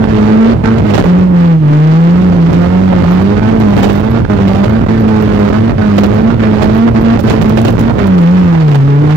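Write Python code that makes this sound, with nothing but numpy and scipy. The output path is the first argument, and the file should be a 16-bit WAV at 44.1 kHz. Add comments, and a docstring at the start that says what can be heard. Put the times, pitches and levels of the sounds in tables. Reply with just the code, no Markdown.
"""A huge exhaust boom fills a stripped four-cylinder car driven flat out over rutted mud.
The cabin booms at the firing rate; each firing knocks on the bulkhead, so the engine snarls, and it
stumbles and barks as the rev limiter cuts the fuel. Ruts thud through the body and loose metal jingles.
Two microphones overload, the right one more, so the boom chops everything else."""
import sys
import numpy as np
from scipy import signal
from scipy.fft import rfft, irfft, next_fast_len
from scipy.io import wavfile
from scipy.ndimage import uniform_filter1d

SR = 44100
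rng = np.random.default_rng(int(sys.argv[2]) if len(sys.argv) > 2 else 0)


def dump_mix(stems):
    """Bounce the given channels to the path in sys.argv[1] as a 16-bit WAV at rate SR."""
    frames = np.atleast_2d(stems).T  # one column per channel
    limited = np.clip(frames, -1, 1)  # hard clip at full scale
    pcm = np.round(limited * 32767).astype(np.int16)
    wavfile.write(sys.argv[1], SR, pcm)


N = 403956
TIME = np.arange(N) / SR

# Engine speed as the driver and the ruts set it. Each row: time in seconds, firing rate in Hz.
ENGINE_SPEED = [(0, 221.2), (.22, 213.9), (.79, 224.9), (1.08, 174.6), (1.22, 184.3), (1.48, 168.4),
                (1.68, 147.5), (1.94, 159.8), (2.22, 183.2), (2.45, 166.4), (2.85, 188), (3.08, 172.1),
                (3.37, 211.8), (3.56, 224.3), (3.78, 192.5), (4.14, 218.8), (4.5, 191.4), (4.94, 223.8),
                (5.46, 203.9), (5.72, 222.2), (5.97, 199.3), (6.4, 222), (6.58, 210.2), (6.95, 223),
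                (7.45, 215.8), (7.9, 219.6), (8.24, 168), (8.37, 185.5), (8.8, 135.5), (9.12, 151.9)]
# The mix follows the revs. Each row: firing rate in Hz, then relative levels in dB of boom, snarl,
# rasp, block shake and ground rumble.
MIX_BY_REVS = [(134, 4, -33.5, -28, -36.5, -30.5), (149.2, 2, -32.5, -27, -46.5, -30.5),
               (162, 2, -28, -27, -25, -33.5), (177.3, 1, -29.5, -28.5, -17.5, -30.5),
               (212, -0.5, -29, -27, -15.5, -25), (223, 0, -28.5, -30, -16, -26.5)]
# The wheels spin up until the limiter cuts the fuel. Each row: start and length in seconds,
# dip of the whole engine in dB, relative level in dB of the bark as it fires again.
FUEL_CUTS = [(.538, .099, -9.5, -7), (4.215, .081, -7.5, -21), (4.835, 0.049, -3.5, -17),
             (5.722, 0.057, -7.5, -19), (6.348, .046, -6, -11.5), (6.893, 0.052, -6, -12.5),
             (7.177, 0.062, -7.5, -15), (7.71, 0.05, -1.5, -20), (7.916, .066, -4.5, -13.5)]
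# The driver eases off. Each row: centre and half length in seconds, dip of the snarl in dB.
THROTTLE_LIFTS = [(1.301, 0.049, -15.5), (1.593, .048, -21.5)]
# Slow swell of the exhaust boom. Each row: time in seconds, relative level in dB.
BOOM_SWELL = [(0, -11), (.5, -1.5), (.7, -8.5), (.85, -14.5), (1.02, -17), (1.08, -3.5), (1.9, -4),
              (2.8, -9), (3.14, -6.5), (3.35, -12.5), (3.7, -6.5), (4.05, -15), (4.35, -9), (4.75, -12),
              (5.05, -8.5), (5.55, -10.5), (6.7, -9.5), (7.14, -4.5), (7.3, -10), (7.8, -12), (8.2, -3),
              (8.7, -8.5), (9.16, -7.5)]
# How the cabin carries the boom's overtones. Each row: frequency in Hz, relative gain in dB.
CABIN_RESPONSE = [(265, -12), (300, -9), (335, -17), (385, -14.5), (435, -10.5), (470, -15), (550, -10.5),
                  (610, -14.5), (700, -25)]
# Unequal cylinders, in firing order. Each entry: relative strength in dB.
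CYLINDER_DB = [2.5, -18, 2, -2.5]
# Nasal engine barks, and one sharp backfire pop during a fuel cut.
# Each row: start in seconds, relative level in dB, t60 in seconds.
BARKS_AND_BACKFIRE = [(3.36, -11, 0.36), (4.147, -15.5, 0.16), (4.248, 3, 0.034), (4.75, -18, 0.23),
                      (7.455, -11, .08)]
# Tones of the shaking block. Each row: multiple of the firing rate, relative level in dB.
BLOCK_TONES = [(.25, -16), (.5, 2), (.75, -14), (1.25, -19.5), (1.5, -11), (1.75, -26), (2.5, -12)]
# Bumps hit the body. Each row: start in seconds, relative level in dB, t60 in seconds.
BODY_BUMPS = [(.78, -9, 0.21), (.894, -13.5, 0.17), (.936, -0.5, 0.53), (0.976, -1.5, .14),
              (2.529, -2.5, 0.12), (3.11, -9, 0.2), (3.385, -11, 0.067), (3.6, -6.5, 0.16),
              (3.765, -0.5, .18), (3.824, 5.5, .16), (3.891, -4.5, 0.16), (4.307, -15, .11),
              (4.477, -3, 0.12), (4.548, -9.5, 0.17), (4.636, -2.5, 0.081), (5.08, -10, 0.12),
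              (5.346, -1.5, 0.035), (5.978, 3.5, .1), (6.034, 1, 0.079), (6.62, 2, 0.14), (7.191, 4, 0.026),
              (7.27, -3, 0.16), (7.295, 2.5, .17), (7.412, 3.5, .1), (7.501, -3, 0.089), (7.57, -0.5, 0.15),
              (7.649, -2.5, 0.19), (7.68, 3.5, .07), (7.79, -4, 0.2), (7.984, -8, .1), (8.18, -1.5, 0.07),
              (8.679, -8, 0.48), (8.744, -9, 0.12)]
# The body heaves on its springs. Each row: centre in seconds, relative rumble level in dB.
BODY_HEAVES = [(.81, -13.5), (1.015, -12.5), (2.326, -24), (2.52, -16.5), (2.931, -21.5), (3.031, -15),
               (3.62, -23), (4.39, -19), (4.871, -19), (5.521, -20.5), (6.67, -24.5), (7.431, -18.5),
               (7.77, -18), (8.0, -20.5)]
# Jolts of loose metal. Each row: start in seconds, relative level in dB.
METAL_JOLTS = [(3.109, -27), (3.1335, -24), (3.2201, -25), (3.5956, -24), (3.6946, -29), (3.9631, -31),
               (4.105, -25), (5.0, -28), (6.744, -31), (6.7765, -28), (7.01, -28)]
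# The metal's ring. Each row: frequency in Hz, relative level in dB, t60 in seconds.
METAL_MODES = [(10800, -20, .05), (11420, -12, .04), (12060, -5, .04), (12590, 9, .075), (13000, -10, .035),
               (13600, -7.5, .04), (15300, -13, .03)]
# Grit and trim click. Each row: start in seconds, relative level in dB.
TRIM_CLICKS = [(2.5344, -22), (3.8308, -10), (4.482, -28), (5.2226, -20), (5.4919, -22), (5.9644, -20.5),
               (6.0384, -24), (7.4949, -19), (7.648, -20), (7.7585, -23), (7.793, -18), (7.8022, -16),
               (7.8117, -18), (8.07, -14)]

# The tone of each layer. Each row: frequency in Hz, relative gain in dB.
SNARL_EQ = [(150, -21), (280, -5), (450, -2.5), (700, -1.5), (1000, -8), (1450, -15), (2200, -21.5),
            (4000, -28), (8000, -49.5)]  # knocks on the bulkhead
BARK_EQ = [(200, -13.5), (450, -0.5), (800, 1), (1050, -8), (1450, 7), (2000, -13), (4000, -22.5),
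           (7000, -35), (10000, -50)]  # nasal barks and the backfire
RASP_EQ = [(300, -18.5), (800, 6.5), (1350, 3.5), (1900, -3.5), (3000, -10), (5000, -17.5), (7000, -24),
           (9000, -28.5), (16000, -38)]  # gas and valves
RUMBLE_EQ = [(8, -10), (16, 1.5), (28, 4), (45, 2), (70, -2), (100, -3), (170, -8), (300, -18.5),
             (600, -21.5), (1200, -34), (4000, -70)]  # tyres in the ruts
THUD_EQ = [(12, 0.5), (30, 9), (60, 5), (150, 3.5), (350, 0.5), (700, -4), (1500, -20.5), (3000, -22.5),
           (6000, -36.5), (10000, -43), (16000, -45.5)]  # blows through the suspension
GRIT_EQ = [(1000, -23.5), (3500, 4), (7000, -2), (10000, -1), (16000, 1.5)]  # grit and trim
SHADE_EQ = [(40, 3.5), (100, -1), (180, -5.5), (300, -3.5), (600, -13), (1400, -10), (4000, -15),
            (8000, -16.5), (16000, -5.5)]  # the shaded left microphone against the right
HISS_EQ = [(300, -12.5), (1200, -4.5), (2500, -3.5), (5000, -17), (7300, -25.5), (8500, -22.5),
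           (16000, -35.5)]  # the microphones' own hiss
OUTPUT_EQ = [(30, -2.5), (500, 0.5), (2000, -0.5), (4000, -1), (7000, -0.5), (8500, -5), (11000, -6),
             (13000, -4.5), (16000, -5)]  # colour of the whole mix


def exhaust(firings, hz, boom_db):
    """The cabin booms almost purely at the firing rate; overtones swell where they meet a resonance."""
    angle = 2 * np.pi * firings
    second_gain = undb(np.interp(2 * hz, *np.transpose(CABIN_RESPONSE)) + 3 * walk(30))
    third_gain = undb(np.interp(3 * hz, *np.transpose(CABIN_RESPONSE)) - 10 + 4 * walk(15))
    second = second_gain * np.sin(2 * angle + .5 * walk(12))
    third = third_gain * np.sin(3 * angle + .6 * walk(40))
    return (np.sin(angle) + second + third) * undb(boom_db + 7.5 + 1.4 * walk(60))


def snarl(firings, snarl_db, rasp_db, flare, scatter_db=2, cabin_t60=.061):
    """Each firing knocks on the bulkhead, rings in the cabin and feeds the barks; gas and valves rasp."""
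    onsets = np.flatnonzero(np.diff(np.floor(firings)) > 0)
    scatter = scatter_db * rng.standard_normal(4096)[:len(onsets)]
    pulses = np.zeros(N)
    pulses[onsets] = undb(np.resize(CYLINDER_DB, len(onsets)) + scatter)
    t = TIME[:SR // 8]
    knock = 0
    for _ in range(4):  # the swaying microphones keep meeting other reflections
        cabin = rng.standard_normal((2, len(t))) * fade(t, cabin_t60)
        sway = np.sin(2.34 * walk(6) + 2 * np.pi * rng.random())
        knock = knock + sway * signal.oaconvolve(pulses[None], cabin, axes=1)[:, :N]
    bulkhead = unit(colour(knock, SNARL_EQ)) * undb(snarl_db + 13.5)
    bark = barks(knock, flare)
    pulsing = unit(np.exp(.11 * np.cos(np.pi * firings) + .2 * np.cos(2 * np.pi * firings)))
    rasp = noise(RASP_EQ) * pulsing * undb(rasp_db + 5 + 1.1 * walk(90))
    return bulkhead + bark + rasp


def barks(knock, flare, refire_t60=.45):
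    """Pulses bark through the intake near the limit and after cuts; stray barks and a backfire join."""
    refires = [(s + length, db, refire_t60) for s, length, _, db in FUEL_CUTS]
    envelope = blows(refires + BARKS_AND_BACKFIRE, rise_s=.0012) + flare * undb(-23)
    return (unit(colour(knock, BARK_EQ)) * undb(-7) + noise(BARK_EQ) * undb(-8.5)) * envelope


def rev_limiter(climb_s=.2, sag_s=.06):
    """The flare of revs into each fuel cut (0-1), and the dip in level while the fuel is off (dB)."""
    flares = [np.interp(TIME, [s - climb_s, s, s + sag_s], [0, 1, 0]) for s, *_ in FUEL_CUTS]
    cut_db = sum(db * ((TIME > s) & (TIME < s + length)) for s, length, db, _ in FUEL_CUTS)
    return np.max(flares, axis=0), uniform_filter1d(cut_db * 1., size=200)


def engine_block(firings, shake_db):
    """The engine shakes the body at multiples of its four-stroke cycle; each tone wavers."""
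    shake = 0
    for multiple, db in BLOCK_TONES:
        gain = undb(db + 1.5 * walk(25))
        cycles = multiple * firings + .12 * walk(30) + rng.random()
        shake = shake + gain * np.sin(2 * np.pi * cycles)
    return shake * undb(shake_db + 7)


def ground(rumble_db, small_bumps_per_s=2, small_t60=.2):
    """Tyres plough the ruts: the rumble lurches as the body heaves; bumps thud through the suspension."""
    cut_heaves = [(s, -23) for s, *_ in FUEL_CUTS]  # every fuel cut rocks the body too
    heaves = sum(undb(db) * swell(s, half_length=.028) for s, db in BODY_HEAVES + cut_heaves)
    rumble = noise(RUMBLE_EQ, shared=.79) * (undb(rumble_db) + heaves) * undb(18.5 + 2.35 * walk(18))
    starts = np.cumsum(rng.exponential(size=100)) / small_bumps_per_s
    small_bumps = [(s, rumble_db[int(s * SR)] + 7.5, small_t60) for s in starts[starts < TIME[-1]]]
    hits = blows(BODY_BUMPS + small_bumps, rise_s=.0012)
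    thuds = noise(THUD_EQ, shared=.27) * hits * undb(4.5 + .73 * walk(120))
    return rumble + thuds


def loose_metal(detune=.008, contact_t60=.034):
    """Each jolt scuffs loose metal, which rings a little differently every time."""
    t = TIME[:SR // 5]
    jingles = np.zeros((2, N + len(t)))
    for s, jolt_db in METAL_JOLTS:
        ring = 0
        for hz, db, t60 in METAL_MODES:
            gain = undb(db + 3 * rng.standard_normal())
            detuned_hz = hz * (1 + detune * rng.standard_normal())
            ring = ring + gain * fade(t, t60) * np.sin(2 * np.pi * detuned_hz * t)
        contact = rng.standard_normal((2, len(t))) * fade(t, contact_t60)
        clink = signal.fftconvolve(contact, unit(ring)[None], axes=1)[:, :len(t)] / np.sqrt(len(t))
        start = int(s * SR)
        jingles[:, start:start + len(t)] += undb(jolt_db - 1.5) * clink
    return jingles[:, :N]


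def grit(shake_db, grains_per_s=90):
    """Grit chatters as the body shakes and when bumps throw it up; grit and trim also click sharply."""
    grains = (rng.random(N) < grains_per_s / SR) * undb(4 * np.minimum(rng.exponential(size=N), 4))
    patter = unit(signal.oaconvolve(grains, fade(TIME[:SR // 5], t60=.015))[:N])
    thrown = blows([(s, db - 33.5, .35) for s, db, _ in BODY_BUMPS], rise_s=.01)
    chatter = patter * (undb(shake_db - 29) + thrown)
    clicks = blows([(s, db + 3, .014) for s, db in TRIM_CLICKS], rise_s=.00038)
    return noise(GRIT_EQ) * (chatter + clicks)


def undb(db):
    """Decibels to gain."""
    return 10 ** (np.asarray(db) / 20)


def unit(x):
    """Scale to rms 1."""
    return x / np.sqrt(np.mean(x ** 2, axis=-1, keepdims=True))


def colour(x, eq):
    """Filter through an EQ curve of (Hz, dB) points."""
    hz, db = np.transpose(eq)
    size = next_fast_len(x.shape[-1])
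    bin_hz = np.maximum(np.fft.rfftfreq(size, 1 / SR), 1)
    gain = undb(np.interp(np.log(bin_hz), np.log(hz), db))
    return irfft(rfft(x, size) * gain, size)[..., :x.shape[-1]]


def noise(eq, shared=0.):
    """Coloured stereo noise at rms 1; shared is the part of its power common to both sides."""
    left, right, centre = rng.standard_normal((3, N))
    return unit(colour(np.sqrt(1 - shared) * np.array([left, right]) + np.sqrt(shared) * centre, eq))


def walk(rate):
    """A smooth random wobble at rms 1, through rate random points a second."""
    points = rng.standard_normal(4096)
    zigzag = np.interp(TIME * rate, np.arange(len(points)), points)
    return unit(uniform_filter1d(zigzag, int(SR / rate / 2)))


def fade(t, t60):
    """Exponential decay, 60 dB in t60 seconds."""
    return np.exp(-np.log(1000) * t / t60)


def blows(rows, rise_s):
    """An envelope of hits. Each row: start in seconds, level in dB, t60 in seconds."""
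    envelope = np.zeros(N)
    for s, db, t60 in rows:
        start = int(s * SR)
        t = TIME[:min(N - start, SR // 2)]
        envelope[start:start + len(t)] += undb(db) * (1 - np.exp(-t / rise_s)) * fade(t, t60)
    return envelope


def swell(s, half_length):
    """A smooth rise and fall around time s, height 1."""
    return np.exp(-((TIME - s) / half_length) ** 2)


def overload(x, ceiling, knee):
    """Flatten the crests at a doubled sample rate; a higher knee clips harder."""
    fine = signal.resample_poly(x, 2, 1, axis=1)
    flattened = fine / (1 + np.abs(fine / ceiling) ** knee) ** (1 / knee)
    return signal.resample_poly(flattened, 1, 2, axis=1)


def scene(limit_hz=233.9, left_lag_s=.00052):
    """The revs drive the mix at two microphones; the left one lies further off and shaded."""
    flare, cut_db = rev_limiter()
    driven_hz = np.interp(TIME, *np.transpose(ENGINE_SPEED))
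    hz = (driven_hz + flare * (limit_hz - driven_hz)) * (1 + .006 * walk(60))
    firings = np.cumsum(hz) / SR  # running count of cylinder firings
    rev_hz, *faders = np.transpose(MIX_BY_REVS)
    boom_db, snarl_db, rasp_db, shake_db, rumble_db = (np.interp(hz, rev_hz, db) for db in faders)
    swell_db = np.interp(TIME, *np.transpose(BOOM_SWELL))
    lift_db = sum(db * swell(s, half_length) for s, half_length, db in THROTTLE_LIFTS)
    # in a fuel cut, snarl and boom duck further than the engine as a whole
    load_db = lift_db + .9 * cut_db + .45 * (swell_db - swell_db.mean()) + .94 * walk(14)
    boom_ride_db = swell_db + .48 * lift_db + 1.4 * cut_db + 1.05 * walk(16)
    boom = exhaust(firings, hz, boom_db + boom_ride_db)
    shake = engine_block(firings, shake_db + lift_db)
    growl = snarl(firings, snarl_db + load_db, rasp_db + load_db, flare)
    engine = (boom + shake + growl) * undb(cut_db)
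    left, right = engine + ground(rumble_db + .087 * cut_db) + loose_metal() + grit(rumble_db + cut_db)
    return np.array([np.interp(TIME - left_lag_s, TIME, colour(left, SHADE_EQ)), right])


def record(dry, low_cut_hz=90, leak_hz=1200, top_hz=15750):
    """The microphones stick at their limit, the wind filter lets each plateau sag, the output clips."""
    stuck = overload(dry, ceiling=.66, knee=4.96)
    sagging = signal.sosfilt(signal.butter(2, low_cut_hz, "high", fs=SR, output="sos"), stuck)
    clipped = overload(sagging * undb(3), ceiling=.85, knee=15)
    # a little treble and a steady hiss ride on even the flattened crests
    treble = signal.sosfilt(signal.butter(2, leak_hz, "high", fs=SR, output="sos"), dry)
    leak = overload(treble, ceiling=.12, knee=2.4) * undb(-12)
    hiss = noise(HISS_EQ) * undb([[-47], [-36]])  # left, right
    mix = colour(clipped + leak + hiss, OUTPUT_EQ)
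    return signal.sosfilt(signal.ellip(10, .1, 80, top_hz, fs=SR, output="sos"), mix)


dry = scene()
out = record(dry)
dump_mix(out)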